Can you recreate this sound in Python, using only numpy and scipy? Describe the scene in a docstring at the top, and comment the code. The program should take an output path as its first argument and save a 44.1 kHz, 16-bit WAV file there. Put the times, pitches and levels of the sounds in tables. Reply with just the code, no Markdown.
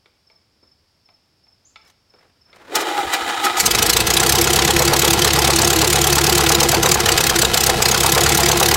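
"""An old four-cylinder engine is started in a yard and runs at a loud, fast idle with no muffler.
Before it starts, crickets chirp, a bird chips and a hand works the switches. Then the starter's small
gear grinds against the flywheel until the engine catches. Every firing spits a jet of gas, the exhaust
pipe booms and the valves clatter. Now and then a cylinder coughs, or misses so that the speed sags."""
import sys
import numpy as np
from scipy import signal
from scipy.fft import rfft, irfft, next_fast_len
from scipy.io import wavfile
from scipy.ndimage import map_coordinates

SR = 44100
rng = np.random.default_rng(int(sys.argv[2]) if len(sys.argv) > 2 else 0)


def transcribe(signal):
    """Save signal, clipped to [-1, 1], as a 16-bit WAV file at the path in sys.argv[1]."""
    frames = np.atleast_2d(signal).T
    limited = np.clip(frames, -1, 1)
    pcm = np.round(limited * 32767).astype(np.int16)
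    wavfile.write(sys.argv[1], SR, pcm)


N = 386316

CATCH_S, IDLE_HZ = 3.604, 35.3  # when the engine catches; firings a second at idle
# moments when a cylinder fails to fire: t/s
MISSES = [4.04, 4.91, 5.16, 6.58, 6.66, 6.78, 6.8, 6.97, 7.03, 7.15, 7.33, 7.48, 7.51, 7.73, 7.76, 7.79,
          8.55]
# tone colour of escaping gas, also used for the starter's clank: f/Hz, relative level/dB
SPIT = [(700, -8.5), (1500, 1.5), (2700, -0.5), (3600, 3), (7500, 2.5), (8500, -1.5), (10500, -5),
        (12200, -3), (16000, -11)]


def exhaust(crank, scatter_db=1.0, missed_db=-26, ring_db=-15):
    """Each firing spits gas and rings the iron exhaust; one that falls on a miss is far weaker."""
    # the cylinders in firing order: lateness/firings, relative level/dB
    cylinders = [(-0.015, 4), (0.0019, 4), (0.056, 2.5), (0.022, 4)]
    # unusually hard or feeble firings: t/s, change of level/dB
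    odd_firings = [(3.665, 1), (4.735, -6), (5.931, 2.5), (6.492, 2), (6.918, 3), (7.419, 0.5), (7.451, 0)]
    number = np.arange(int(crank[-1]) + 1)
    late, db = np.array(cylinders)[number % len(cylinders)].T
    times = np.interp(number + late, crank, clock())
    near = lambda marks: np.abs(times[:, None] - marks) < .013
    odd_s, odd_db = np.transpose(odd_firings)
    db = db + rng.normal(0, scatter_db, len(times))
    db += missed_db * near(MISSES).any(axis=1) + near(odd_s) @ odd_db
    # a valve stays open for a set part of a turn, so the slow first jets last longer
    stretch = (IDLE_HZ / np.interp(times, clock(), speed())) ** 0.74
    firings = jets(times + .0003, db, stretch) + pings(times - .003, db + ring_db)
    gain = engine_gain(idle_db=-15, speed_slope=-0.07, miss_slope=.5, recover_s=0.27)
    return gain * echoes(firings, db=-11)


def jets(times, db, stretch, open_s=.0038, close_s=.0052, tail_s=.0084, colour_step_hz=420):
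    """A valve lets out a hissing puff of gas, each with its own hollow colour."""
    size, lead_s = 4096, .02
    t = (np.arange(size) / SR - lead_s) / stretch[:, None]
    hz = np.fft.rfftfreq(size, 1 / SR)
    shape = np.exp(-(t / np.where(t < 0, open_s, close_s)) ** 2)
    shape += amp(-17) * (t > 0) * np.exp(-np.abs(t) / tail_s)
    hiss = rng.standard_normal((len(times), size))
    knots = rng.standard_normal((len(times), 128))
    colour_db = 3 * np.array([map_coordinates(row, [hz / colour_step_hz], mode='wrap') for row in knots])
    tilt_db = 1.34 * rng.standard_normal((len(times), 1)) * np.log2(np.maximum(hz, 1000) / 5000)
    gain = np.array([unit(row) for row in colour_gain(hz, SPIT) * amp(colour_db + tilt_db)])
    puffs = irfft(rfft(hiss * shape) * gain, size)
    return placed(times - lead_s, amp(db)[:, None] * puffs)


def pings(times, db, count=4, low_hz=2000, high_hz=8500, ring_s=0.072):
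    """Each blow rings a random few of the many notes of the iron exhaust branches."""
    hz = low_hz * (high_hz / low_hz) ** rng.random((len(times), count))
    gain = amp(db[:, None] + 3 * rng.uniform(-0.85, 1, hz.shape))
    t = np.arange(SR // 16) / SR
    rings = (gain[..., None] * np.sin(2 * np.pi * hz[..., None] * t)).sum(axis=1)
    return placed(times, rings * amp(-60 * t / ring_s) * (1 - np.exp(-t / 0.0015)))


def throb(crank, uneven_db=1.45, strongest=3.5):
    """The gas flow pulses low in step with the firings, with two heavier thumps a cycle."""
    # tones of the pulsing: multiple of the firing rate, relative level/dB
    harmonics = [(2, -1.5), (3, -8.5), (4, -4.5)]
    # thumps: position/firings, length/firings, multiple of the firing rate, relative level/dB
    thumps = [(3.28, .36, 4.4, 1), (0.43, .24, 3.9, -5.5)]
    tones = sum(amp(db + uneven_db * wobble(22)) * np.cos(2 * np.pi * k * (crank - strongest))
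                for k, db in harmonics)
    since = lambda position: (crank - position + 2) % 4 - 2  # firings from the nearest pass
    for position, length, k, db in thumps:
        crest = np.round(position - strongest) + strongest
        shape = np.exp(-(since(position) / length) ** 2)
        tones += amp(db + uneven_db * wobble(6.5)) * shape * np.cos(2 * np.pi * k * since(crest))
    return engine_gain(idle_db=-24.5, speed_slope=0.77, miss_slope=-2.5, recover_s=0.12) * unit(tones)


def pipe(crank, scatter_db=1.84, glide_scatter=.25):
    """Gas in the pipes booms and whoops once a cycle, each note sliding as its valve moves."""
    # notes: position/firings, first f/Hz, later f/Hz, glide/s, relative level/dB, rise/s, fall/s
    pipe_notes = [(1.65, 372, 340, 0.021, 0, 0.0058, 0.035), (0.247, 350, 505, 0.0288, -2.5, 0.0052, 0.014),
                  (0.301, 740, 880, 0.0304, -4, .008, .016)]
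    t, notes = np.arange(SR // 8) / SR, np.zeros(N)
    for position, first_hz, later_hz, glide, db, rise, fall in pipe_notes:
        times = passes(crank, position)
        detune, strength, offset = rng.standard_normal((3, len(times), 1))
        hz = later_hz + (first_hz - later_hz) * (np.maximum(1 - t / glide, 0) + glide_scatter * detune)
        shape = (1 - np.exp(-(t / rise) ** 2)) * np.exp(-(t / (2 * fall)) ** 2)
        tone = np.sin(2 * np.pi * np.cumsum(hz, axis=1) / SR + np.pi * offset)
        notes += placed(times, amp(db + scatter_db * strength) * shape * tone)
    return engine_gain(idle_db=-25, speed_slope=1, miss_slope=-1.08, recover_s=0.55) * unit(notes)


def clatter(flicker_db=3.0):
    """Gears and valve parts rattle all the time, filling the gaps between firings."""
    # tone colour of the rattle: f/Hz, relative level/dB
    colour = [(22, -40), (42, -3), (120, 3.5), (240, 2.5), (420, 3), (820, 3.5), (1200, -0.5), (3500, -2),
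              (7400, -9.5), (16000, -21.5)]
    gain = engine_gain(idle_db=-22.5, speed_slope=0.09, miss_slope=-0.26, recover_s=0.16)
    return echoes(gain * amp(flicker_db * wobble(300)) * noise(colour), db=-4.5)


def valves(crank, jitter_s=0.00038, scatter_db=2.0, scrape=0.14):
    """Each valve knocks with a short scrape, and the engine's metal case rings."""
    # knocks of one cycle: position/firings, relative level/dB
    cycle_knocks = [(0.359, 3), (.86, -2), (1.419, -0.5)]
    # notes of the case: f/Hz, width/Hz, relative level/dB
    case_notes = [(493, 91, 1), (726, 142, -3), (840, 140, 1.5), (1044, 250, -7)]
    knocks = np.zeros(N)
    for position, knock_db in cycle_knocks:
        times = passes(crank, position)
        lateness, strength = rng.standard_normal((len(times), 2)).T
        times = times + jitter_s * lateness
        db = knock_db + scatter_db * strength
        knocks += impulses(times, amp(db))
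        knocks += scrape * bursts(times, db, rise=0.00051, fall=0.007) * rng.standard_normal(N)
    gain = engine_gain(idle_db=-30, speed_slope=1.8, miss_slope=1, recover_s=0.7)
    return gain * unit(resonate(knocks, case_notes))


def coughs():
    """Now and then the fuel burns late and coughs hollowly in the pipe."""
    # late burns: t/s, level/dB
    late_burns = [(4.809, -16.5), (4.934, -13), (5.496, -19), (5.838, -20), (6.739, -17), (6.848, -15.5),
                  (7.694, -19.5), (8.171, -16), (8.624, -17.5)]
    # tone colour of a cough: f/Hz, relative level/dB
    colour = [(250, -21), (470, 4), (640, -2.5), (850, 2), (1200, -6.5), (1800, -11.5), (5000, -38)]
    return sum(swell(s, db, rise=0.01, fall=0.02) for s, db in late_burns) * noise(colour)


def stumbles(width_s=0.005, flop_hz=55):
    """A missed firing leaves a hole in the gas flow, heard as a low flop."""
    holes = sum(np.exp(-((clock() - s - .012) / width_s) ** 2) for s in MISSES)
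    return amp(-25) * resonate(-holes, [(flop_hz, 113, 0)])


def speed(sag=2.238):
    """Firings a second: what the throttle asks for, less a dip after each miss."""
    # firing rate set by the throttle: t/s, f/Hz
    throttle = [(3.6, 14.33), (3.749, 26.08), (4.311, 33.18), (4.969, 35.67), (5.539, 35.05),
                (6.901, 36.16), (7.297, 33.37), (7.793, 32.74), (8.29, 35.69)]
    return curve(throttle) - sag * after_misses(recover_s=.047)


def after_misses(recover_s, onset_s=.02):
    """Each miss upsets the engine for a moment; close misses add up."""
    t = np.arange(2 * SR) / SR
    upset = (1 - np.exp(-t / onset_s)) * np.exp(-t / recover_s)
    return signal.fftconvolve(impulses(MISSES, np.ones(len(MISSES))), upset)[:N]


def engine_gain(idle_db, speed_slope, miss_slope, recover_s):
    """The loudness of one engine part follows the speed and the upset from misses."""
    return amp(idle_db + speed_slope * (speed() - IDLE_HZ) + miss_slope * after_misses(recover_s))


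def starter(tooth_hz=116, strike_share=0.46):
    """Starter teeth scrape and strike the flywheel's gear; air gulps and puffs; a clank ends it."""
    # notes of the starter's housing and of the big gear: f/Hz, width/Hz, relative level/dB
    housing_notes = [(365, 31, -2), (819, 84, 1), (1290, 76, -5.5)]
    gear_notes = [(2025, 70, 0.5), (3120, 90, 2), (3730, 130, 0.5), (6840, 900, -13)]
    # tone colour of the grinding: f/Hz, relative level/dB
    grind_colour = [(190, -40), (310, -10.5), (1300, -2.5), (3800, -11.5), (4700, -16), (7300, -20),
                    (16000, -44)]
    # puffs of air, then the starter's harsh clank as the engine catches: t/s, level/dB, rise/s, fall/s
    puffs_and_clank = [(2.756, -10.5, 0.0023, 0.0055), (2.815, -26, 0.022, 0.0073),
                       (3.139, -18, 0.0076, 0.0063), (3.451, -17, 0.011, 0.0093),
                       (3.572, -22, 0.0033, 0.062)]
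    # air sucked in: t/s, level/dB
    air_in = [(3.04, -41), (3.21, -43), (3.36, -43), (3.49, -46)]
    whine, grinding, _ = gear_load()
    teeth = np.cumsum(tooth_hz * (1 + .04 * wobble(12))) / SR
    strikes = np.diff(np.floor(teeth), prepend=0) * amp(2.1 * wobble(120))
    contact = strike_share * unit(strikes) + rng.standard_normal(N)
    ring = whine * amp(-3.5) * unit(resonate(contact, housing_notes))
    ring += grinding * amp(-6) * unit(resonate(contact, gear_notes))
    grind = grinding * amp(-0.5 + 4 * wobble(350)) * noise(grind_colour)
    engaged = ramp(2.68, 2.71) * (1 - ramp(3.6, 3.64))
    harsh_bursts = sum(swell(*event) for event in puffs_and_clank) * noise(SPIT)
    low_air = noise([(25, -24), (80, 8.0), (170, -14), (1500, -50)])
    gulps = bursts(*np.transpose(air_in), rise=0.0255, fall=0.0186) * low_air
    return echoes(engaged * grind + harsh_bursts, db=-4.5) + engaged * ring + gulps


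def flywheel(upper_hz=1265, waver=0.015, flutter_db=4.0):
    """A wavering whine and a higher ring swell as the starter pushes and fade as it lets go."""
    # pitch of the whine: t/s, f/Hz
    whine_pitch = [(2.76, 875), (2.9, 828), (2.98, 818), (3.05, 780), (3.3, 798), (3.48, 808)]

    def tone(hz):
        gain = amp(-3 + flutter_db * wobble(45))
        return gain * np.sin(2 * np.pi * np.cumsum(hz * (1 + waver * wobble(110))) / SR)

    whine, _, upper = gear_load()
    low = whine * (1 - ramp(3.5, 3.53)) * tone(curve(whine_pitch))
    high = upper * (1 - ramp(3.8, 4.1)) * tone(upper_hz)
    return ramp(2.73, 2.755) * (low + high)


def gear_load(engage_s=2.755, spin_up_db_per_s=330.5, drag_db_per_s=5):
    """Gains of whine, grinding and upper tone: the starter spins up, then grows louder and surges."""
    # the gear bites harder as the engine resists: t/s, whine/dB, grinding/dB, upper tone/dB
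    surges = [(2.764, -19, -23, -19), (2.89, -21.5, -29, -30), (2.99, -16.5, -36, -35),
              (3.14, -23, -21, -28), (3.291, -21.5, -25, -27), (3.46, -17, -24, -16),
              (3.579, -21, -30.5, -19)]
    base_db = np.array([[-30.5], [-32], [-35]])  # the same three sounds between surges
    since = clock() - engage_s
    drag_db = drag_db_per_s * np.clip(since, 0, CATCH_S - engage_s)
    power = amp(base_db + drag_db) ** 2
    for s, *db in surges:
        power += swell(s, np.array(db)[:, None], rise=0.025, fall=0.035) ** 2
    return amp(spin_up_db_per_s * np.minimum(since, 0)) * np.sqrt(power)


def motor(rough_db=2):
    """The starter motor groans as the current rushes in and eases as it gains speed."""
    # tone colour of the groan: f/Hz, relative level/dB
    colour = [(200, -33), (310, 2), (650, -3), (1000, -25), (3000, -70)]
    return swell(peak_s=2.73, db=-28, rise=0.0133, fall=0.3) * amp(rough_db * wobble(60)) * noise(colour)


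def switches(thud_width_hz=260, crack=0.079):
    """Each switch clicks and rings its small panel, over a hollow thud of its own."""
    # clicks and small knocks: t/s, relative click level/dB, thud level/dB, thud f/Hz
    presses = [(0.057, -44, -59, 420), (0.299, -46, -57, 600), (0.628, -57, -54, 320),
               (1.087, -47, -56, 670), (1.467, -54.5, -63, 900), (1.758, -32.5, -57, 860),
               (2.137, -51, -52, 480), (2.529, -39, -56, 400)]
    # notes of the panel: f/Hz, width/Hz, relative level/dB
    panel_notes = [(870, 45, -3), (1335, 99, 0), (2230, 230, -1), (3500, 900, -15)]
    times, click_db, _, _ = np.transpose(presses)
    bright = noise([(500, -5), (4500, 0), (16000, -36)])
    snaps = bursts(times, click_db + 4.5, rise=0.00068, fall=0.0064) * bright
    clicks = resonate(snaps, panel_notes) + crack * snaps
    dull = noise([(1500, 0), (4500, -30)])
    for s, _, thud_db, hz in presses:
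        hollow = unit(resonate(dull, [(hz, thud_width_hz, 0)]))
        clicks += bursts([s], [thud_db], rise=0.0019, fall=0.016) * hollow
    return among_trees(clicks, db=-5.5, fade_s=0.6)


def rustles():
    """Clothes and shoes rub softly, the hand makes short bright scrapes, and a shoe scrapes once on gravel."""
    # body movements: t/s, level/dB, rise/s, fall/s
    moves = [(1.87, -58, .06, 0.033), (2.2, -58.5, 0.047, 0.11), (2.56, -51.5, 0.039, 0.076),
             (2.7, -41, 0.051, 0.033)]
    # scrapes of the hand, and at 2.562 s of a shoe on gravel: t/s, level/dB
    touches = [(1.852, -57), (1.88, -53), (1.902, -53), (2.562, -51)]
    # tone colours of cloth and scrape: f/Hz, relative level/dB
    cloth_colour = [(60, -16), (420, -0.5), (1700, -4), (16000, -35)]
    scrape_colour = [(300, -18), (900, 4), (2500, 0), (6000, 2), (10000, -8), (16000, -12)]
    cloth = sum(swell(*move) for move in moves) * amp(3.47 * wobble(130)) * noise(cloth_colour)
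    scraping = sum(swell(*touch, rise=.005, fall=.008) for touch in touches)
    return cloth + scraping * amp(2.5 * wobble(400)) * noise(scrape_colour)


def cricket(gap_s=.043, pitch_hz=5270, droop=0.033, width_s=0.0078, db=-52):
    """A cricket rubs its wings three times a chirp, each stroke sagging in pitch."""
    # starts of the chirps: t/s
    chirps = [.277, .635, 1.062, 1.445, 1.777, 2.106, 2.42]
    t = np.arange(-SR // 40, SR // 40) / SR
    phase = 2 * np.pi * pitch_hz * (t - droop * t * t / (4 * width_s))
    stroke = np.exp(-(t / width_s) ** 2) * np.sin(phase)
    strokes = sum(impulses(np.add(chirps, k * gap_s), amp(db + rng.normal(0, 1, len(chirps))))
                  for k in range(3))
    return signal.fftconvolve(strokes, stroke, 'same')


def bird(start_s=1.646, low_hz=5500, high_hz=7550, sweep_s=.013, db=-52):
    """A bird gives one thin rising chip."""
    t = np.maximum(clock() - start_s, 0)
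    hz = (high_hz + (low_hz - high_hz) * np.exp(-t / sweep_s)) * (1 + .015 * wobble(500))
    return bursts([start_s], [db], rise=0.0058, fall=0.0163) * np.sin(2 * np.pi * np.cumsum(hz) / SR)


def yard():
    """Still air and a far chorus of insects lie behind the near cricket and the bird."""
    # tone colour of still air: f/Hz, relative level/dB
    air_colour = [(25, -20), (80, 0.5), (150, -7.5), (1600, -20), (4000, -20.5), (16000, -37.5)]
    chorus = amp(-68.5) * noise([(3500, -50), (4600, -10), (5450, -7), (6200, -39)])
    air = amp(-64.5 + 0.32 * wobble(4.46)) * noise(air_colour)
    animals = among_trees(cricket(), db=-5, fade_s=0.264) + among_trees(bird(), db=3, fade_s=0.34)
    return air + chorus + animals


def echoes(x, db, count=8):
    """The ground and a nearby trailer throw back weak, quick copies of a sound."""
    delays = rng.integers(SR // 700, SR // 110, count)
    copies = sum(rng.choice([-1, 1]) * np.pad(x, (delay, 0))[:N] for delay in delays)
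    return x + amp(db) / np.sqrt(count) * copies


def among_trees(x, db, fade_s):
    """Trees scatter a sound into a soft tail that drops 60 dB in fade_s."""
    t = np.arange(SR // 2) / SR
    tail = rng.standard_normal(len(t)) * amp(-60 * t / fade_s)
    return x + amp(db) * signal.fftconvolve(x, tail / np.linalg.norm(tail))[:N]


def amp(db):
    """Turn decibels into a gain."""
    return 10 ** (np.asarray(db) / 20)


def unit(x):
    """Scale to an average strength (rms) of 1."""
    return x / np.sqrt(np.mean(x ** 2) + 1e-20)


def clock():
    """The time of every sample, in seconds."""
    return np.arange(N) / SR


def curve(points):
    """Join (t/s, value) points with straight lines."""
    return np.interp(clock(), *np.transpose(points))


def ramp(start, end):
    """Rise from 0 at start to 1 at end."""
    return np.clip((clock() - start) / (end - start), 0, 1)


def wobble(rate):
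    """A smooth curve through rate random values a second."""
    return map_coordinates(rng.standard_normal(int(N * rate / SR) + 4), [clock() * rate])


def swell(peak_s, db, rise, fall):
    """A gain that grows to a peak and dies away; rise and fall are in seconds."""
    t = clock() - peak_s
    return amp(db) * np.exp(np.minimum(t / rise, -t / fall))


def bursts(times, db, rise, fall):
    """A gain that starts up at each time, peaks at its level and dies away."""
    t = np.arange(SR // 4) / SR
    shape = (1 - np.exp(-(t / rise) ** 2)) * np.exp(-t / fall)
    return signal.fftconvolve(impulses(times, amp(db)), shape / shape.max())[:N]


def impulses(times, sizes):
    """One sharp tick at each time."""
    return np.bincount(np.clip(np.asarray(times) * SR, 0, N).astype(int), sizes, N + 1)[:N]


def placed(times, sounds):
    """Lay one short sound down at each time."""
    places = (np.maximum(times, 0) * SR).astype(int)[:, None] + np.arange(sounds.shape[1])
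    return np.bincount(places.ravel(), sounds.ravel(), N)[:N]


def passes(crank, position):
    """The times when the engine's cycle of four firings passes a position."""
    return np.interp(np.arange(position, crank[-1], 4), crank, clock())


def filtered(x, response):
    """Multiply each frequency in x by response(frequency)."""
    size = next_fast_len(N + SR // 2)
    return irfft(rfft(x, size) * response(np.fft.rfftfreq(size, 1 / SR)), size)[:N]


def colour_gain(hz, colour):
    """The gain at each frequency, read off (f/Hz, level/dB) points."""
    points_hz, db = np.transpose(colour)
    return amp(np.interp(np.log(hz + 1), np.log(points_hz), db))


def noise(colour):
    """Noise of strength 1 with the given tone colour."""
    return unit(filtered(rng.standard_normal(N), lambda hz: colour_gain(hz, colour)))


def resonate(x, notes):
    """Let x ring an object whose notes are (f/Hz, width/Hz, level/dB)."""
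    return filtered(x, lambda f: sum(amp(db) * 1j * f * width / (hz * hz - f * f + 1j * f * width)
                                     for hz, width, db in notes))


def scene():
    """The running engine follows its turning shaft; starter, hand and yard are added to it."""
    turned = np.cumsum(speed()) / SR
    crank = turned - np.interp(CATCH_S, clock(), turned)  # shaft position, in firings since the catch
    engine = throb(crank) + valves(crank) + pipe(crank) + clatter() + stumbles() + coughs()
    running = ramp(3.573, 3.666) * engine
    cranking = motor() + starter() + flywheel()
    return (exhaust(crank) + running + cranking + switches() + rustles() + yard())[None]


def record(dry):
    """Round off the loudest peaks and cut the very highest treble."""
    ceiling, top_hz = .95, 16000
    rounded = dry[0] / (1 + np.abs(dry[0] / ceiling) ** 4) ** (1 / 4)
    return filtered(rounded, lambda hz: np.clip((top_hz - hz) / 250 + .5, 0, 1))[None]


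dry = scene()
out = record(dry)
transcribe(out)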